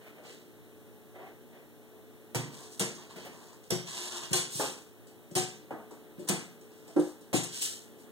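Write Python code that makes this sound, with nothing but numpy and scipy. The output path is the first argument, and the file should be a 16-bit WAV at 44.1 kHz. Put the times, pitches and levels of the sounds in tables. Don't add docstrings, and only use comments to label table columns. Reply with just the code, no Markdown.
import sys
import numpy as np
from scipy import signal
from scipy.fft import rfft, irfft, next_fast_len
from scipy.io import wavfile
from scipy.ndimage import map_coordinates

SR = 44100
rng = np.random.default_rng(int(sys.argv[2]) if len(sys.argv) > 2 else 0)


def int16_out(signal):
    q = np.round(np.clip(np.atleast_2d(signal).T, -1, 1) * 32767)
    wavfile.write(sys.argv[1], SR, q.astype(np.int16))


N = 357651


def amp(db):
    return 10 ** (np.asarray(db) / 20)


def unit(x):
    return x / np.sqrt(np.mean(x ** 2) + 1e-20)


def noise(count=SR):
    return rng.standard_normal((2, count))


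def along(points, hz):
    point_hz, values = np.transpose(points)
    return np.interp(np.log(hz + 1), np.log(point_hz + 1), values)


def wobble(rate, count=N):
    knots = rng.standard_normal(int(count * rate / SR) + 4)
    return map_coordinates(knots, [np.arange(count) * rate / SR])


def coloured(x, spectrum):
    count = x.shape[-1]
    gain = amp(along(spectrum, np.fft.rfftfreq(count, 1 / SR)))
    return unit(irfft(rfft(x) * gain, count))


def tilted(spectrum, slope_db):
    return [(hz, db + slope_db * np.log2(hz)) for hz, db in spectrum]


def add(track, s, sound):
    part = track[:, round(s * SR):][:, :sound.shape[1]]
    part += sound[:, :part.shape[1]]


def standing_waves(x):
    ripple_db, spacing_hz = 2.7, 55
    count = x.shape[-1]
    place = np.fft.rfftfreq(count, 1 / SR) / spacing_hz
    ripple = map_coordinates(rng.standard_normal(size=2048), [place], mode="mirror")
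    return unit(irfft(rfft(x) * amp(ripple_db * np.clip(ripple, -2, 2)), count))


def swell(attack, length, t60):
    t = np.arange(SR) / SR
    build = np.minimum(t / min(attack, length), 1)
    return build * amp(-60 * np.maximum(t - length, 0) / t60)


def burst(spectrum, rise):
    # frequency in Hz, t60 in s.
    room_decay = [(150, 0.7), (500, 0.36), (1500, 0.5), (4000, 0.44), (8000, 0.38), (15000, 0.21)]
    contact = coloured(standing_waves(noise()), spectrum)
    hz, when, bands = signal.stft(contact, SR, nperseg=256)
    decay = amp(-60 * when / along(room_decay, hz)[:, None])
    echoes = signal.istft(bands * decay, SR, nperseg=256)[1][:, :SR]
    return echoes * (1 - np.exp(-np.arange(SR) / SR / rise))


def crack(spectrum, t60):
    return coloured(noise(), spectrum) * amp(-60 * np.arange(SR) / SR / t60)


def ring(modes, rise, scatter_db, tilt_db=0, alternate=False, spot_hz=None):
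    spot_db, spot_octaves = 9, 0.24
    t = np.arange(SR) / SR
    hz, db, t60 = np.transpose(modes)[:, :, None]
    if spot_hz:
        octaves_off = np.log2(hz / spot_hz)
        db = db + spot_db * np.exp(-(octaves_off / spot_octaves) ** 2)
    size = amp(db + tilt_db * np.log2(hz) + scatter_db * rng.standard_normal(hz.shape))
    shared_phase = np.pi * alternate * np.arange(len(modes))[:, None]
    phase = np.array([shared_phase, rng.uniform(0, 2 * np.pi, hz.shape)])
    waves = size * amp(-60 * t / t60) * np.sin(2 * np.pi * hz * (t - rise) + phase)
    push = 1 - np.exp(-(t / rise) ** 2)
    return waves.sum(axis=1) / np.linalg.norm(size) * push


def fan(hum_db=-1.0):
    level_db, drift_db = -57.5, -0.74
    # frequency in Hz, level in dB per Hz.
    air_colour = [(25, -38), (60, -12), (120, -9), (190, -5), (260, -0.5), (450, -2), (700, -8),
                  (1100, -13), (2400, -15.5), (4000, -19.5), (5500, -35), (8000, -24), (12000, -23.5)]
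    # frequency in Hz, relative level in dB.
    tones = [(236, -3), (306, -3.5), (360, -4.5), (433, 2), (479, -14.5), (562, -10), (716, -14),
             (843, -14)]
    t = np.arange(N) / SR
    flow = amp(level_db + drift_db * wobble(1.473))
    air = coloured(noise(N), air_colour)
    hum = np.zeros(N)
    for hz, db in tones:
        hum += amp(db + 1.5 * wobble(4)) * np.sin(2 * np.pi * hz * t + .45 * wobble(5))
    shared_only = np.array([[1], [0]])
    return flow * (air + amp(hum_db) * unit(hum) * shared_only)


def drone():
    level_db, in_step = -60, 0.18
    # frequency in Hz, level in dB per Hz.
    rumble_colour = [(30, -15), (70, -9), (88, -8), (98, -3), (105, 9), (114, -4), (170, -2.5), (230, -6),
                     (400, -24), (1000, -51)]
    shared, apart = coloured(noise(N), rumble_colour)
    return amp(level_db) * unit(np.array([in_step * shared + apart, in_step * shared - apart]))


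def rustles(uneven_db=-2.0):
    attack_s, t60_s = 0.026, 0.48
    # start in s, length in s, level in dB, brightness in dB per octave.
    moments = [(0, 0.091, -55, 5.5), (0.157, 0.13, -54, 2), (1.137, 0.099, -48.5, 1),
               (1.238, 0.034, -56.5, 3.5), (1.515, 0.07, -57.5, 3), (1.907, 0.11, -60, -3)]
    # frequency in Hz, level in dB per Hz.
    rustle_colour = [(100, -26), (240, -6), (420, 1), (700, 0), (1000, -10), (1400, -15), (2100, -12.5),
                     (3300, -24.5), (5000, -38.5), (10000, -47)]
    out = np.zeros((2, N))
    for s, length, db, brightness in moments:
        rub = coloured(standing_waves(noise()), tilted(rustle_colour, brightness))
        level = amp(db + uneven_db * wobble(68.0, count=SR))
        add(out, s, rub * swell(attack_s, length, t60_s) * level)
    return out


def snags():
    catches_per_s, tick_t60_s = 600, .003
    slips = (rng.uniform(0, 1, SR) < catches_per_s / SR) * rng.exponential(1, SR)
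    ticks = signal.lfilter([1], [1, -amp(-60 / SR / tick_t60_s)], slips)
    return ticks * noise()


def slides(flutter_db=0.5, snag_bright_db=3, snag_db=-9):
    attack_s, t60_s = 0.033, 0.45
    # start in s, length in s, level in dB,
    # brightness in dB per octave, pad rub against the hiss in dB.
    strokes = [ (0.226, 0.11, -54, -4, -12), (2.508, 0.15, -53, 1, -3), (2.694, 0.049, -53, 2.5, -16),
               (2.957, 0.076, -55, -4.5, -0.5), (3.087, 0.024, -53, -4, -0.5),
               (3.148, 0.088, -52.5, -4, -6), (3.302, 0.23, -60, 0.5, 2), (3.627, 0.011, -59, 0, -18),
               (3.851, 0.099, -42, -1, -10), (3.944, 0.14, -41, -0.5, -7.5),
               (4.099, 0.079, -40.5, -1.5, -5), (4.219, 0.014, -42, -2.5, -5.5),
               (4.492, 0.071, -42.5, 5.5, -17), (4.523, 0.092, -38, 4.5, -22),
               (4.59, 0.076, -38.5, -1, -29), (6.271, 0.01, -42, 2, -3.5), (6.683, 0.28, -67, 0, -23),
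               (6.991, 0.094, -55.5, 5, -25), (7.508, 0.075, -40.5, 1.5, -30),
               (7.608, 0.015, -31, 4.5, -50), (7.637, 0.018, -39.5, -1.5, -49), (7.98, 0.015, -61, 5, -23)]
    # frequency in Hz, level in dB per Hz.
    scrape_colour = [(70, -17), (200, -3), (400, -5), (800, -23), (1350, -2), (1700, 1), (2100, 1.5),
                     (2500, 5), (2900, 7), (3800, 7), (5300, 4.5), (8000, 7), (11500, -5.5), (15500, -14.5)]
    # frequency in Hz, level in dB per Hz.
    rub_colour = [(80, -34), (250, -20), (325, -23), (358, 19.5), (395, -22), (600, 4), (830, 1), (980, 8),
                  (1120, 4.5), (1300, -5), (1800, -1.5), (3000, -45)]
    out = np.zeros((2, N))
    for s, length, db, brightness, pad_db in strokes:
        friction = noise() * amp(2.3 * wobble(1100, count=SR))
        hiss = coloured(standing_waves(friction), tilted(scrape_colour, brightness))
        ticks = coloured(snags(), tilted(scrape_colour, brightness + snag_bright_db))
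        rub = coloured(noise(), rub_colour)
        level = amp(db + flutter_db * wobble(41.5, count=SR))
        pressure = swell(attack_s, length, t60_s) * level
        add(out, s, pressure * (hiss + amp(snag_db) * ticks + amp(pad_db) * rub))
    return out


def knock():
    # frequency in Hz, level in dB per Hz.
    knock_colour = [(60, -53), (120, -7.5), (250, 0.5), (400, -12), (470, 2.5), (600, -5), (760, -3.5),
                    (1050, -8), (1300, -11.5), (1600, -13), (2300, -7), (4000, -18.5), (8000, -21)]
    return amp(-0.5) * crack(knock_colour, t60=0.03) + burst(knock_colour, rise=0.0043)


def claws(db, spread, snap_db, count=6, snap_t60=0.0043):
    snap_bright_db = 2
    # frequency in Hz, level in dB per Hz.
    click_colour = [(70, -23), (250, -27), (600, -12), (1500, -9.5), (2500, -1.5), (4000, -1), (5500, -1),
                    (6700, 0.5), (8300, 2.5), (10000, -4.5), (12000, -11.5), (15500, -18.5)]
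    out, t = np.zeros((2, SR)), np.arange(SR) / SR
    snap = coloured(noise(), tilted(click_colour, snap_bright_db)) * amp(snap_db - 60 * t / snap_t60)
    click = amp(db) * (snap + burst(click_colour, rise=0.00033))
    landings = spread * np.arange(count) * rng.uniform(.8, 1.3, count) / count
    for delay in landings:
        add(out, delay, click / np.sqrt(count))
    return out


def door():
    # contact in s, delay of the weight in s, panel boom in dB,
    # paw hardness in dB per octave on the boom, hollow core in dB, veneer ring in dB, knock in dB,
    # then the panel Hz and veneer Hz that the struck spot favours.
    blows = [ (2.347, 0.0055, -26, -13, -35.5, -45, -31, 145, 700),
             (2.797, 0.0062, -27.5, 1.5, -33, -30, -32, 199, 475),
             (3.160, 0.0037, -59, -2, -48, -54, -44, 200, 503),
             (3.249, 0.0018, -58, 6, -48, -54, -43, 200, 500),
             (3.705, .011, -26.5, -8, -26, -28.5, -34, 173, 470),
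             (4.308, 0.0014, -30, 1, -38, -61, -42, 160, 750),
             (4.333, 0.0034, -42, 3, -30, -34, -35, 170, 1090),
             (4.547, 0.0023, -37, -5, -49, -66, -65, 150, 500),
             (5.311, 0.0025, -41, 1, -53, -63, -67, 170, 500),
             (5.353, 0.0035, -28, -1, -23.5, -40, -34, 159, 720),
             (5.364, 0.0028, -60, 0, -35, -29, -39.5, 171, 710),
             (6.179, 0.00059, -38.5, 9, -65, -67, -58, 170, 500),
             (6.289, 0.0048, -24, 9.5, -28.5, -35.5, -30, 176, 784),
             (7.330, 0.00884, -21.5, 0.5, -31, -26.5, -31, 275, 540)]
    # start in s, level in dB, rough time over which they land in s,
    # direct snap over its echoes in dB.
    claw_hits = [(2.3478, -36, 0.016, 17.5), (2.7954, -30.5, 0.009, 17.5), (2.81, -36, .001, 17),
                 (2.815, -49, 0.029, 7), (2.9501, -51.5, .001, 11), (3.704, -39.5, 0.003, 16),
                 (3.7068, -31, .001, 13), (3.722, -45, .004, 18), (3.741, -51, .025, 1),
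                 (4.309, -44.5, .008, -2), (4.331, -25.5, 0.0029, 11.5), (4.3585, -29, 0.022, 13),
                 (4.414, -52, .001, 13), (4.612, -42, .002, 17), (5.353, -28, .014, 12.5),
                 (5.373, -34, 0.024, 15), (6.2877, -30, .01, 17.5), (7.3318, -33, 0.016, 13),
                 (7.347, -30, 0.018, -5), (7.435, -39.5, .016, 15), (7.6225, -34.5, .002, 12.5)]
    # frequency in Hz, relative level in dB, t60 in s.
    panel_modes = [(91.5, -35.5, 1), (123.2, 1, 0.39), (148.1, -2, 0.42), (171.6, -1.5, 0.46),
                   (196, 6, 0.2), (219, -27, 0.34), (240, -3, 0.22), (275.6, -0.5, 0.24), (298, -21, 0.59),
                   (330, -1, 0.32)]
    core_modes = [(353, -6, 0.16), (362.3, 7, 0.34)]
    veneer_modes = [(442, -1, 0.22), (462, 0.5, 0.29), (498.5, 2, 0.12), (524, -6.5, 0.13),
                    (574, 2.5, 0.16), (675, 2.5, 0.32), (720, -2, 0.34), (748, 0, 0.35), (788, 3, 0.32),
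                    (870, 2, 0.15), (910, -3, 0.29), (970, -9, .3), (1063, -6, 0.42), (1154, -9, 0.33),
                    (1550, -8, 0.5)]
    out = np.zeros((2, N))
    for s, lag, boom_db, hardness_db, core_db, veneer_db, knock_db, panel_hz, veneer_hz in blows:
        veneer = ring(veneer_modes, rise=0.003986, scatter_db=4.5, alternate=True, spot_hz=veneer_hz)
        add(out, s, amp(knock_db) * knock() + amp(veneer_db) * veneer)
        boom = ring(panel_modes, rise=0.00704, scatter_db=0.9, tilt_db=hardness_db, spot_hz=panel_hz)
        core = ring(core_modes, rise=0.00927, scatter_db=5.5)
        add(out, s + lag, amp(boom_db) * boom + amp(core_db) * core)
    for s, db, spread, snap_db in claw_hits:
        add(out, s, claws(db, spread, snap_db))
    return out


def steps(boards_db=3.0):
    claw_spread_s, claw_snap_db = 0.0064, 12
    smack_db, smack_t60_s = -6.5, 0.037
    slap_margin_db = 15
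    # start in s, slap in dB, hollow thud in dB (boards_db lifts its modes),
    # claw tick in dB.
    footfalls = [(4.596, -29, -57, -41), (5.069, -83, -72, -59.5), (5.311, -70, -46.5, -58.5),
                 (5.707, -35.5, -47, -65), (5.909, -49.5, -46, -59.5), (6.192, -76, -37.5, -56),
                 (6.214, -63, -46, -72), (6.246, -60, -44, -72), (6.610, -78, -74, -62),
                 (6.876, -50.5, -69, -56.5), (6.963, -33.5, -17, -53), (6.9863, -58, -19, -58),
                 (6.996, -68, -55, -48.5), (7.064, -74, -37.5, -63), (7.209, -72.5, -51, -62),
                 (7.340, -51, -24.5, -69)]
    # frequency in Hz, relative level in dB, t60 in s.
    floor_modes = [(138, -19.5, 0.14), (172, -12.5, 0.21), (305.6, 5.5, 0.19), (357, 6, 0.2),
                   (395.6, -6.5, 0.27), (421, -10.5, 0.24), (467, -7, 0.12), (516, -10, 0.26),
                   (579, -1.5, 0.14)]
    # frequency in Hz, level in dB per Hz.
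    slap_colour = [(80, -23), (200, -2.5), (500, 7), (800, 5), (1300, -5.5), (1650, -7.5), (2000, -13),
                   (2800, -20), (6000, -52)]
    out = np.zeros((2, N))
    for s, slap_db, thud_db, tick_db in footfalls:
        slap = amp(slap_db) * burst(slap_colour, rise=0.00056)
        add(out, s, slap + claws(tick_db, claw_spread_s, claw_snap_db))
        thud = amp(boards_db) * ring(floor_modes, rise=0.0018, scatter_db=3.5, alternate=True)
        if slap_db > thud_db - slap_margin_db:
            thud = thud + amp(smack_db) * crack(slap_colour, smack_t60_s)
        add(out, s, amp(thud_db) * thud)
    return out


def microphones(x):
    # frequency in Hz, lead of the right in radians, likeness from 0 to 1,
    # left minus right in dB.
    spaced_pair = [(62, 0, .6, 0), (120, 0.1, 0.45, 4), (175, -0.9, 0.7, 3.5), (265, -1.4, 0.6, -3),
                   (315, -0.7, .75, 0), (360, 0.3, .85, 1.5), (410, 0, .8, 3.5), (540, -0.3, 0.85, 0.5),
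                   (780, -0.2, .8, 0), (1150, -0.1, 1, 0), (1550, .3, .85, 0), (1830, 1.9, 0.45, 0),
                   (2066, 2.9, 0.8, 0), (2250, 3.07, .996, 0), (2620, 3.2, .996, 0), (2900, 3.9, 0.55, 0.5),
                   (3150, 5, 0.65, -2), (3700, 6.3, .95, 0), (4250, 6.9, 0.5, -3), (5100, 9.6, .8, -3.5),
                   (5700, 10.3, 0.45, -7), (6400, 11.9, .85, 0), (7800, 16, 0.4, 7), (9630, 21, 0.37, 2),
                   (11350, 25.5, 0.25, -1), (15700, 29.5, 0, 1)]
    count = next_fast_len(N + SR // 2)
    hz = np.fft.rfftfreq(count, 1 / SR)
    knots, *columns = np.transpose(spaced_pair)
    lead, alike, tilt_db = [np.interp(hz, knots, column) for column in columns]
    turn = np.arccos(np.clip(alike, 0, 1)) / 2
    shared, apart = rfft(x, count) * [np.cos(turn), np.sin(turn)]
    lean = amp(tilt_db / 2) * np.exp(-.5j * lead)
    return irfft(np.array([(shared + apart) * lean, (shared - apart) / lean]), count)[:, :N]


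def scene():
    return microphones(fan() + rustles() + slides() + door() + steps()) + drone()


def record(dry, hiss_db=-65):
    low_cut_hz, top_hz = 86, 15850
    # frequency in Hz, level in dB per Hz.
    hiss_colour = [(2700, -71), (5500, 0), (8000, -6.5), (11000, -4.5), (15500, 1.5)]
    heard = dry + amp(hiss_db) * coloured(noise(N), hiss_colour)
    low_cut = signal.butter(2, low_cut_hz, "highpass", fs=SR, output="sos")
    heard = signal.sosfilt(low_cut, heard)
    count = next_fast_len(N + SR // 2)
    in_band = np.fft.rfftfreq(count, 1 / SR) < top_hz
    return irfft(rfft(heard, count) * in_band, count)[:, :N]


dry = scene()
out = record(dry)
int16_out(out)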